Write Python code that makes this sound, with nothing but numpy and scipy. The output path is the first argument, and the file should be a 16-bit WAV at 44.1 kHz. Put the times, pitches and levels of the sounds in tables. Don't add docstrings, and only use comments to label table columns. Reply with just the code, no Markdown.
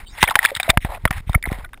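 import sys
import numpy as np
from scipy import signal
from scipy.fft import rfft, irfft, next_fast_len
from scipy.io import wavfile
from scipy.ndimage import uniform_filter1d, map_coordinates

SR = 44100
rng = np.random.default_rng(int(sys.argv[2]) if len(sys.argv) > 2 else 0)


def undo_db(level):
    steps = np.asarray(level, float) / 20
    return 10 ** steps


def wav_out(sig):
    wavfile.write(sys.argv[1], SR, np.round(np.clip(np.atleast_2d(sig).T, -1, 1) * 32767).astype(np.int16))


N = 79380

# f/Hz, level/dB (per Hz)
STILL_SPECTRUM = [(250, 0), (800, -12.5), (2200, -22), (5900, -27)]
# t/s (deepest point), depth/full scale, build-up/ms
PUSHES = [(0.032, 0.08, 14.2), (0.129, .045, 8.6), (.227, 0.017, 1.6), (0.234, 0.35, 0.97),
          (0.299, 0.035, 0.84), (0.3568, -0.079, 0.83), (0.5697, 0.047, 1.7), (0.6953, -0.42, 0.9),
          (0.7043, 0.1, 5), (0.7742, 1, 0.89), (0.8494, -0.34, 1.04), (0.8914, .06, 9.8),
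          (1.041, -0.13, 3.1), (1.0555, 0.55, 1.35), (1.109, 0.28, 0.67), (1.156, 0.16, 7.2),
          (1.1687, 0.16, 7), (1.1783, 0.16, 5.5), (1.205, -0.067, 2.6), (1.2743, 0.12, 3.6),
          (1.298, 0.46, 2.8), (1.358, 0.87, 2.6), (1.476, 0.13, 1.6), (1.486, -0.15, 5.6),
          (1.519, 0.33, 0.36), (1.5873, .05, 0.47), (1.635, -0.029, 4.2)]
# t/s, level/dB
SWAY = [
    (0, -41),
    (.6, -39.5),
    (.9, -31),
    (1.3, -36.5),
    (1.6, -28.5),
    (1.8, -47),
]
# start t/s, end t/s, start level/dB, end level/dB
SURGES = [(0, .055, -37.5, -56), (.5, .55, -46, -45.5), (.04, .205, -72, -30.5), (.36, .4, -35, -37.5),
          (.24, .33, -35.5, -35.5), (.4, .445, -40, -25.5), (.46, .508, -38, -27.5), (.54, .6, -46, -47),
          (.63, .69, -39.5, -33), (.69, .706, -17, -6), (.705, .718, -24.5, -36.5), (.72, .77, -49, -55.5),
          (.85, .884, -36, -48.5), (.886, .955, -50.5, -31.5), (.955, .978, -39, -46.5),
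          (.975, 1.05, -61, -50.5), (1.126, 1.209, -38.5, -39.5), (1.21, 1.265, -59.5, -58),
          (1.292, 1.4, -39, -59), (1.455, 1.475, -55, -46), (1.51, 1.65, -32.5, -56)]
# f/Hz, width/Hz, level/dB
FOAM_PEAKS = [(880, 334, 4), (2086, 460, 3.5), (3760, 650, -7), (5300, 620, -17)]
# start t/s, end t/s, level/dB, f/Hz
SEEPS = [
    (0.051, 0.14, -48.5, 3720),
    (0.1, 0.067, -51, 4500),
    (0.0587, 0.087, -48.5, 3040),
    (0.086, 0.14, -54.5, 4900),
    (0.094, 0.18, -56.5, 5500),
]
# start t/s, end t/s, start level/dB, end level/dB
SPRAY = [
    (.206, .228, -21.5, -20),
    (.805, .85, -44, -36),
    (1.265, 1.292, -52, -42.5),
    (1.475, 1.51, -37.5, -51.5),
]
# t/s, peak level/dB, f/Hz, fade time/ms (down
# about 130 dB), pitch glide/half the shift as a share of f per fade time
GLIDING_POCKETS = [(.2275, -25, 1275, 8, -0.47), (.234, -19, 3690, 20, -0.43), (.239, -12, 2055, 40, -.1),
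                   (.251, -21, 3540, 12, -0.097), (.2575, -21.5, 3770, 12, -0.24), (.279, -22, 750, 43, -0.025),
                   (.2855, -20, 3380, 20, -0.19), (.2905, -16, 750, 11.4, 0.62), (.3075, -15, 1465, 36, -0.57),
                   (.314, -22, 1014, 44, 0.084), (.7732, -3, 1140, 8.2, 0.15), (.851, -37, 795, 72, -0.023),
                   (1.0537, -7, 880, 17.7, 0.11), (1.054, -26, 3680, 10, 0.31), (1.058, -19, 1310, 6.7, -0.19),
                   (.468, -21, 3550, 12, -0.063), (1.077, -28, 3200, 22, 0.13), (1.0775, -27.5, 2150, 17, .05),
                   (1.083, -41, 1300, 34, -0.11), (1.1078, -12.5, 750, 7.1, 0.68), (1.1115, -24, 770, 44, -0.059),
                   (1.3765, -34.5, 604, 14, .01), (1.134, -25, 1800, 22, 0.032), (1.4265, -22.5, 2200, 22, -0.0011),
                   (1.4385, -15, 2030, 25.4, 0.011), (1.489, -23, 2020, 16, -0.067), (1.4605, -28, 3740, 6.8, .01),
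                   (1.461, -26.5, 800, 21, -0.18), (1.467, -30.5, 880, 28, 0.014), (1.472, -25, 403, 15, -0.22),
                   (1.645, -36, 2310, 30, -0.12), (1.648, -31.5, 3600, 10, -0.083), (1.657, -40, 1900, 45, 0.16),
                   (1.652, -43.5, 757, 40, -0.3), (1.733, -26.5, 1550, 14, -0.022), (1.734, -38, 1022, 85, 1.05),
                   (1.7415, -37.5, 3630, 15, .01), (1.7415, -34, 2300, 14, -0.24), (1.776, -45, 780, 32, -0.14)]
# t/s, peak level/dB, t60/ms, brightness level/dB
SLAPS = [(0.2278, 8, 14.7, 7.5), (0.238, -6, 35, -20), (0.275, -17, 42, -1), (0.298, -11.5, 21, 12.5),
         (0.308, -13, 22, 12.5), (0.3548, 6.5, 15.5, 8), (0.3907, -12, 11, 8.5), (.429, -11.5, 27, -8.5),
         (0.4433, -8.5, 46, 7.5), (0.4498, -5, 12, 28), (0.459, -5.5, 9.3, 14), (.5505, -14, 19, 21),
         (.563, -16, 39, 12.5), (0.5693, -13.5, 15, 15), (0.5987, -10.5, 43, 12), (0.6304, -11, 15, 14.5),
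         (0.7015, 5, 7.3, 13.5), (0.7736, 1.5, 11.2, -9), (0.8475, -16, 31, 1.5), (1.0533, -4.5, 24.3, -22),
         (1.1075, -9, 25, -14), (1.127, -20.5, 40, -6.5), (1.2947, -26, 22, 16), (1.331, -24, 27, 6.5),
         (1.348, -10, 14.3, -4), (1.4265, -23, 6, 22.5)]
# t/s, peak level/dB, t60/ms
TAPS = [(0.341, -26.5, 57), (1.076, -29, 24), (1.179, -27, 36), (1.46, -25.5, 54), (1.528, -15, 16),
        (1.596, -29.5, 18), (1.648, -29.5, 25), (1.691, -41.5, 25), (1.7325, -27.5, 12), (1.742, -35, 18),
        (1.775, -37, 14)]
# f/Hz, width/Hz, level/dB
HOUSING_PEAKS = [(925, 570, 1.5), (1900, 720, 7), (3687, 283, -3.5), (5050, 500, -17.5)]
# t/s, peak level/dB, f/Hz, fade time/ms (down about 130 dB)
POCKETS = [(.2285, 0, 2307, 11), (0.2379, -5.5, 986, 23), (0.2778, -10.5, 2250, 22),
           (0.286, -12.5, 1830, 36), (0.3115, -12.5, 952, 31), (0.3555, -3, 1565, 17.5),
           (.3655, -16.5, 810, 49), (0.3902, 1, 1904, 15.5), (0.4503, 1.5, 1666, 17),
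           (0.4575, -3.5, 2214, 14.4), (0.5165, -21.5, 551, 73), (.551, -13.5, 3720, 14),
           (0.57, -18, 1900, 15), (0.5992, -10, 2310, 23), (.6, -18.5, 750, 35), (.68, -17.5, 662, 137),
           (.7005, 1, 3590, 22), (.7015, -10.5, 1756, 15), (.552, -25, 2170, 22), (1.0535, -14, 638, 40),
           (1.3445, -12, 1314, 38.4), (.733, -31.5, 708, 170), (1.053, -3, 1900, 10.5),
           (1.076, -21.5, 1320, 25), (1.11, -16, 1840, 21), (1.345, -21.5, 694, 49), (1.348, -5, 2180, 30),
           (1.455, -13.5, 2020, 15.4), (1.643, -31, 1460, 77), (1.7331, -34, 1157, 18)]
# start t/s, end t/s, start level/dB, end level/dB
GURGLES = [
    (.255, .34, -42, -39),
    (.849, .875, -28, -39),
    (1.295, 1.31, -19, -70),
    (.886, .982, -30, -38.5),
    (1.452, 1.476, -40, -38),
    (1.5, 1.66, -35.5, -53.5),
]


def unit(x):
    return x / np.sqrt(np.mean(x ** 2) + 1e-20)


def wobble(rate):
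    knots = rng.standard_normal(int(N * rate / SR) + 4)
    return map_coordinates(knots, [np.arange(N) * rate / SR])


def filtered(x, response):
    m = next_fast_len(N + SR // 2)
    return irfft(rfft(x, m) * response(np.fft.rfftfreq(m, 1 / SR)), m)[..., :N]


def resonances(rows, bright_db=0):
    def response(f):
        total = 0
        for k, (centre, width, db) in enumerate(rows):
            damping = 1j * f * width
            peak = damping / (centre * centre - f * f + damping)
            total = total + (-1) ** k * undo_db(db + bright_db * (k > 1)) * peak
        return total
    return response


def spans(rows):
    edge_ms = 3
    t = np.arange(N) / SR
    gain = np.zeros(N)
    for start, end, start_db, end_db in rows:
        opening = np.clip((t - start) * 1000 / edge_ms + .5, 0, 1)
        closing = np.clip((end - t) * 1000 / edge_ms + .5, 0, 1)
        gain += undo_db(np.interp(t, [start, end], [start_db, end_db])) * opening * closing
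    return gain


def bump(ms, rise, fall):
    return np.exp(-(ms / np.where(ms < 0, rise, fall)) ** 2)


def churn(response):
    grains_per_s, grain_spread_db, grain_share = 2500, 2, .5
    patchy_db, flutter_db = 2.5, 2
    struck = rng.random(N) < grains_per_s / SR
    clicks = struck * rng.standard_normal(N) * undo_db(grain_spread_db * rng.exponential(size=N))
    water = grain_share * unit(clicks) + (1 - grain_share) * rng.standard_normal(N)
    z = signal.stft(water, nperseg=256)[2]
    patches = uniform_filter1d(rng.standard_normal(z.shape), size=4, axis=0)
    patches = uniform_filter1d(patches, size=3, axis=1)
    drive = signal.istft(z * undo_db(patchy_db * unit(patches)), nperseg=256)[1][:N]
    return unit(filtered(drive * undo_db(flutter_db * wobble(90)), response))


def still_water():
    f, db = np.transpose(STILL_SPECTRUM)
    hiss = filtered(rng.standard_normal(N), lambda hz: undo_db(np.interp(np.log(hz + 1), np.log(f), db)))
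    return undo_db(-55.5 + 2 * wobble(20)) * unit(hiss)


def pressure():
    release_ms, slow_release = 1.7, 0.55
    rebound, rebound_after_ms, rebound_rise_ms, rebound_fall_ms = 0.27, 5.06, 3, 5.5
    sway_hz, membrane_hz, membrane_q = 67.4, 24.2, .65
    ms = np.arange(N) * 1000 / SR
    push = np.zeros(N)
    for s, depth, build in PUSHES:
        age = ms - s * 1000
        thrust = bump(age, build, max(release_ms, slow_release * build))
        spring_back = rebound * bump(age - rebound_after_ms, rebound_rise_ms, rebound_fall_ms)
        push += depth * (spring_back - thrust)
    sway = unit(filtered(rng.standard_normal(N), lambda f: 1 / (1 + (f / sway_hz) ** 2) ** 2))
    sway = undo_db(np.interp(ms / 1000, *np.transpose(SWAY))) * sway
    vent = lambda f: -f * f / (membrane_hz ** 2 - f * f + 1j * f * membrane_hz / membrane_q)
    return filtered(push + sway, vent)


def foam():
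    low_cut_hz = 580
    body = resonances(FOAM_PEAKS)
    return spans(SURGES) * churn(lambda f: body(f) * (1j * f / (low_cut_hz + 1j * f)) ** 2)


def seep():
    t = np.arange(N) / SR
    out = np.zeros(N)
    for start, end, db, hz in SEEPS:
        gap = resonances([(hz, 220, 0)])
        swell = np.sin(np.pi * np.clip((t - start) / (end - start), 0, 1))
        out += undo_db(db) * swell * churn(lambda f: gap(f) ** 2)
    return out


def spray():
    body = resonances(FOAM_PEAKS[1:])
    return spans(SPRAY) * churn(lambda f: body(f) * 1j * f / (1200 + 1j * f))


def ringing_air(rows):
    fade_db, sag_db, swell_ms = 62, 67.5, 0.71
    warble_rad, neighbour_db = .5, -9
    out, t = np.zeros(N + SR), np.arange(SR // 5) / SR
    for s, db, hz, t60, glide in rows:
        detune, turn = rng.random(2)
        age = t * 1000 / t60
        shape = undo_db(-fade_db * age - sag_db * age ** 2) * (1 - np.exp(-t * 1000 / swell_ms)) ** 2
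        phase = 2 * np.pi * hz * t * (1 + glide * np.minimum(age, 2))
        phase = phase + warble_rad * np.sin(2 * np.pi * (3 * age + turn))
        neighbour = undo_db(neighbour_db) * np.sin(phase * (.82 + .1 * detune))
        out[round(s * SR):][:len(t)] -= undo_db(db) * shape / shape.max() * (np.sin(phase) + neighbour)
    return out[:N]


def gliding_pockets():
    return ringing_air(GLIDING_POCKETS)


def slaps():
    decay_curve = 0.91
    out, n = np.zeros(N + SR), SR // 10
    t, hz = np.arange(n) / SR, np.fft.rfftfreq(2 * n, 1 / SR)
    for s, db, t60, bright_db in [*SLAPS, *[(*tap, 0) for tap in TAPS]]:
        burst = rng.standard_normal(n) * undo_db(-60 * (t * 1000 / t60) ** decay_curve)
        housing = resonances(HOUSING_PEAKS, bright_db)(hz)
        hit = irfft(rfft(burst, 2 * n) * housing)[:n]
        out[round(s * SR):][:n] += undo_db(db) * hit / np.abs(hit).max()
    return out[:N]


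def pockets():
    pitch_rise = 0.016
    return ringing_air([(*row, pitch_rise) for row in POCKETS])


def gurgles():
    cavity = resonances([(750, 500, 0)])
    return spans(GURGLES) * churn(lambda f: cavity(f) ** 2)


def scene():
    mono = still_water() + pressure() + foam() + seep() + spray()
    mono = mono + gliding_pockets() + slaps() + pockets() + gurgles()
    return np.array([mono, mono])


def low_pass(x):
    return signal.sosfilt(signal.butter(12, 15820, fs=SR, output="sos"), x)


def record(dry):
    overload, hardness, top_hz, side_db = 1.05, 8, 15500, -36.5
    coarse = signal.resample_poly(dry[0], 40, 147)
    coarse = coarse / (1 + np.abs(coarse / overload) ** hardness) ** (1 / hardness)
    held = signal.resample_poly(np.repeat(coarse, 4)[2:], 147, 160)
    held = filtered(held, lambda hz: 1 / (1 + (hz / top_hz) ** 60))
    side = undo_db(side_db) * held * wobble(1500)
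    mix = np.clip([held + side, held - side], -1, 1)
    return low_pass(mix)


dry = scene()
out = record(dry)
wav_out(out)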